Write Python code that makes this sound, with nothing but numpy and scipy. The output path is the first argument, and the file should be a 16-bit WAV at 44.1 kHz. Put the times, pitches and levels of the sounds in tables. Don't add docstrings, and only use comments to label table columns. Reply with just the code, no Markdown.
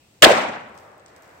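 import sys
import numpy as np
from scipy import signal
from scipy.fft import rfft, irfft, next_fast_len
from scipy.io import wavfile
from scipy.ndimage import uniform_filter1d

SR = 44100
rng = np.random.default_rng(int(sys.argv[2]) if len(sys.argv) > 2 else 0)


def digitize_waveform(pressure):
    field = np.atleast_2d(pressure).T
    bounded = np.clip(field, -1, 1)
    quanta = np.round(bounded * 32767).astype(np.int16)
    wavfile.write(sys.argv[1], SR, quanta)


def volts_from_db(level):
    exponent = np.asarray(level, float) / 20
    return 10 ** exponent


N = 61739
T, M = np.arange(N) / SR, next_fast_len(N)
HZ = np.maximum(np.fft.rfftfreq(M, 1 / SR), 1)
BANG_S = 0.2224
OPPOSITE = np.array([[1], [-1]])


def wave(spectrum):
    return irfft(spectrum, M)[..., :N]


def curve(points, hz):
    p = np.array(points, float)
    return np.interp(np.log(hz), np.log(p[:, 0]), p[:, 1])


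def unit(x):
    return x / np.sqrt(np.mean(x ** 2))


def burst(start_s, rise_s, t60_s, hold_s=0.):
    t = np.maximum(T - start_s, 0)
    rise = 1 - np.exp(-t / max(rise_s, 1e-4))
    return rise * volts_from_db(-60 * np.maximum(t - hold_s, 0) / t60_s)


def walk(rate_hz):
    k = int(SR / rate_hz)
    steps = np.repeat(rng.standard_normal(N // k + 1), k)
    return unit(uniform_filter1d(uniform_filter1d(steps, k), k)[:N])


def spread(colour, like=0.94):
    # f/Hz, left-right correlation
    likeness = [(60, 1), (150, 1), (300, 0.94), (640, 0.33), (1400, 0.094), (3100, 0.054), (6800, -0.2),
                (15000, 0)]
    c = np.clip(like * curve(likeness, HZ), -.99, .99)
    mid, side = rfft(rng.standard_normal((2, M))) * volts_from_db(curve(colour, HZ))
    both = np.sqrt(1 + c) * mid + np.sqrt(1 - c) * side * OPPOSITE
    return both / np.sqrt(np.mean(wave(both) ** 2))


def bands(spectrum, shape):
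    out = 0
    for hz in 25 * 2 ** np.arange(0, 10, .5):
        window = np.cos(np.pi * np.clip(np.log2(HZ / hz), -.5, .5)) ** 2
        out = out + wave(spectrum * window) * shape(hz)
    return out


def bandpass(x, hz, octaves):
    half = 2 ** (octaves / 2)
    edges_hz = [hz / half, min(hz * half, .45 * SR)]
    return signal.sosfilt(signal.butter(2, edges_hz, "bandpass", fs=SR, output="sos"), x)


def suburb():
    # f/Hz, density/dB
    air_colour = [(25, -18.5), (75, 1), (310, -7.5), (700, -10.5), (1400, -17), (2700, -15.5), (6300, -20),
                  (16000, -22)]
    air_db, insect_db, insect_hz = -57, -76, 2620
    duck_db, recover_s = -7.5, 3
    air = bands(spread(air_colour), lambda hz: volts_from_db(0.5 * walk(8.13)))
    insect = unit(bandpass(rng.standard_normal((2, N)), insect_hz, .1)) * volts_from_db(insect_db + 3 * walk(12))
    recovery = np.exp(-np.maximum(T - BANG_S, 0) / recover_s)
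    return (volts_from_db(air_db) * air + insect) * volts_from_db(duck_db * (T > BANG_S) * recovery)


def blast():
    # f/Hz, density/dB
    fire_colour = [(40, -36), (80, -15.5), (150, -14.5), (480, -1), (900, -6.5), (1800, -1.5), (4300, -12),
                   (16000, -25)]
    soil_s, soil_hz, soil_db, soil_rise_s = .2188, 520, -17, .003
    shock_s, shock_db = .14e-3, -6
    fire_db, rise_s, hold_s, t60_1k_s = -3.5, 0.0004, 0.024, 0.11

    thump = np.sin(2 * np.pi * soil_hz * (T - soil_s))
    soil = volts_from_db(soil_db) * thump * burst(soil_s, soil_rise_s, .05)

    u = (T - BANG_S) / shock_s
    shock = -volts_from_db(shock_db) * np.where((u > 0) & (u < 4), np.sin(2 * np.pi * u), 0)

    lumps_db = 1.3 * walk(151.35)

    def tearing(hz):
        fade = burst(BANG_S, rise_s + .6 / hz, t60_1k_s * (1000 / hz) ** 0.35, hold_s)
        return volts_from_db(lumps_db + 4.5 * walk(250)) * fade

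    return soil + shock + volts_from_db(fire_db) * bands(spread(fire_colour, like=0.4022), tearing)


def yard():
    # f/Hz, density/dB
    echo_colour = [(40, -41.5), (90, -24), (180, -12), (680, 0.5), (1050, -4), (2200, -6.5), (5000, -20.5),
                   (16000, -27)]
    # f/Hz, t60/s
    echo_t60 = [(60, 1.2), (170, 1.1), (400, 0.69), (1200, 0.8), (3000, 0.68), (6000, 0.58), (9500, 0.46),
                (15000, .31)]
    # t/s, level/dB, centre f/Hz
    slaps = [(0.2567, -4.5, 660), (.266, -8.5, 389), (0.282, -9.5, 462), (.292, -14.5, 640),
             (0.297, -25, 2020), (0.303, -10, 580), (0.31, -8.5, 516), (0.318, -34, 1990),
             (.319, -13.5, 590), (0.33, -12, 594), (0.38, -24, 664), (0.402, -22.5, 563),
             (0.449, -20.5, 714), (0.466, -28, 960)]
    echo_db, rise_s, hold_s = -8, 0.033, 0.017
    patchy_db, swell_db = 1.5, .7
    slap_rise_s, slap_t60_s, slap_hold_s = .0015, .022, 0.0047

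    swell = swell_db * walk(70)

    def decay(hz):
        return volts_from_db(swell + patchy_db * walk(80)) * burst(BANG_S, rise_s, curve(echo_t60, hz), hold_s)

    out = volts_from_db(echo_db) * bands(spread(echo_colour), decay)
    for s, db, hz in slaps:
        mid, side = rng.standard_normal((2, N))
        slap = unit(bandpass(mid + .4 * side * OPPOSITE, hz, 0.48))
        out = out + volts_from_db(db) * slap * burst(s, slap_rise_s, slap_t60_s, slap_hold_s)
    return out


def far_murmur():
    # f/Hz, density/dB
    far_colour = [(40, -23.5), (90, -2), (200, -9), (620, -0.1), (1150, -5), (2200, -11.5), (3300, -24),
                  (6000, -42)]
    # t/s, level/dB
    far_level = [(.3, -46), (.7, -47.5), (.9, -48.5), (1.03, -52), (1.15, -49.5), (1.4, -50)]
    p = np.array(far_level)
    roll = volts_from_db(np.interp(T, p[:, 0], p[:, 1])) * burst(BANG_S, .05, 1e4)
    return roll * bands(spread(far_colour), lambda hz: volts_from_db(1.3 * walk(5)))


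def patter():
    # f/Hz, density/dB
    click_colour = [(1200, -40), (2600, -18), (3600, -4), (5200, -2), (8500, -8), (16000, -7)]
    # t/s, level/dB, t60/s, top octave/dB
    showers = [
        (.74, -61, .7, 3),
        (.779, -58, .45, 2),
        (.81, -63, .2, 3),
        (1.062, -55, .14, -10),
        (1.078, -58.5, .4, -6),
        (1.164, -59.5, .3, 3),
        (1.223, -58, .45, 3),
        (1.3, -66, 3, 5),
        (1.365, -66, 1, 5),
    ]
    rate_hz, spread_db, floor_db, top_octave_hz = 5000, 2, -72, 9500

    hits = (rng.random((2, N)) < rate_hz / SR) * rng.standard_normal((2, N))
    hits = hits * volts_from_db(spread_db * rng.exponential(size=(2, N)))
    hits = rfft(hits, M) * volts_from_db(curve(click_colour, HZ))
    hits = hits / np.sqrt(np.mean(wave(hits) ** 2))
    flicker = volts_from_db(.8 * walk(120))
    out = 0
    for top in (0, 1):
        power = volts_from_db(2 * floor_db) * (T > .6)
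        for s, db, t60_s, top_db in showers:
            power = power + volts_from_db(2 * (db + top * top_db)) * burst(s, .002, t60_s) ** 2
        out = out + wave(hits * ((HZ > top_octave_hz) == top)) * np.sqrt(power) * flicker
    return out


def pops():
    # t/s, peak/dB, centre f/Hz, left-right/dB
    drops = [(.686, -50, 7500, 1), (.695, -50, 7500, 1), (.7770, -37, 8000, 2), (.7864, -44, 5000, 2),
             (.9170, -52, 6000, 1), (.9795, -44, 13000, 0), (.9970, -50, 4500, 1), (1.003, -52, 3500, 1),
             (1.0615, -39, 5200, 2), (1.082, -47, 4500, 1), (1.1630, -41, 7000, 0), (1.2225, -42, 9000, 1),
             (1.278, -46, 10000, 1), (1.293, -51, 8000, 0), (1.312, -52, 4000, 1), (1.353, -55, 8000, 0),
             (1.378, -53, 7500, 0)]
    t60_s, trim_db = 0.0069, 1.5
    snap = rng.standard_normal((2, N))
    out = 0
    for s, db, hz, pan_db in drops:
        pop = bandpass(snap * burst(s, 0.00019, t60_s), hz, 1.6)
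        pop = pop / np.abs(pop).max(axis=1, keepdims=True)
        out = out + volts_from_db(db + trim_db + pan_db * OPPOSITE / 2) * pop
    return out


def scene():
    return suburb() + blast() + yard() + far_murmur() + patter() + pops()


def top_cut(x):
    return signal.sosfilt(signal.butter(12, 16460, fs=SR, output="sos"), x)


def record(dry):
    # f/Hz, gain/dB
    mic = [(6500, 0), (8300, 3), (8900, -2), (9550, -13), (10200, -8), (16000, -4.5)]
    left_right_db, hiss_db, knee, low_cut_hz, top_hz = 1.07, -88, 4, 50, 15800
    x = wave(rfft(dry, M) * volts_from_db(curve(mic, HZ))) * volts_from_db(left_right_db * OPPOSITE / 2)
    x = x + volts_from_db(hiss_db) * rng.standard_normal((2, N))
    x = x / (1 + np.abs(x) ** (2 * knee)) ** (.5 / knee)
    x = signal.sosfilt(signal.butter(2, low_cut_hz, "highpass", fs=SR, output="sos"), x)
    x = signal.sosfiltfilt(signal.ellip(8, .1, 40, top_hz, fs=SR, output="sos"), x)
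    return top_cut(np.clip(x, -1, 1))


dry = scene()
out = record(dry)
digitize_waveform(out)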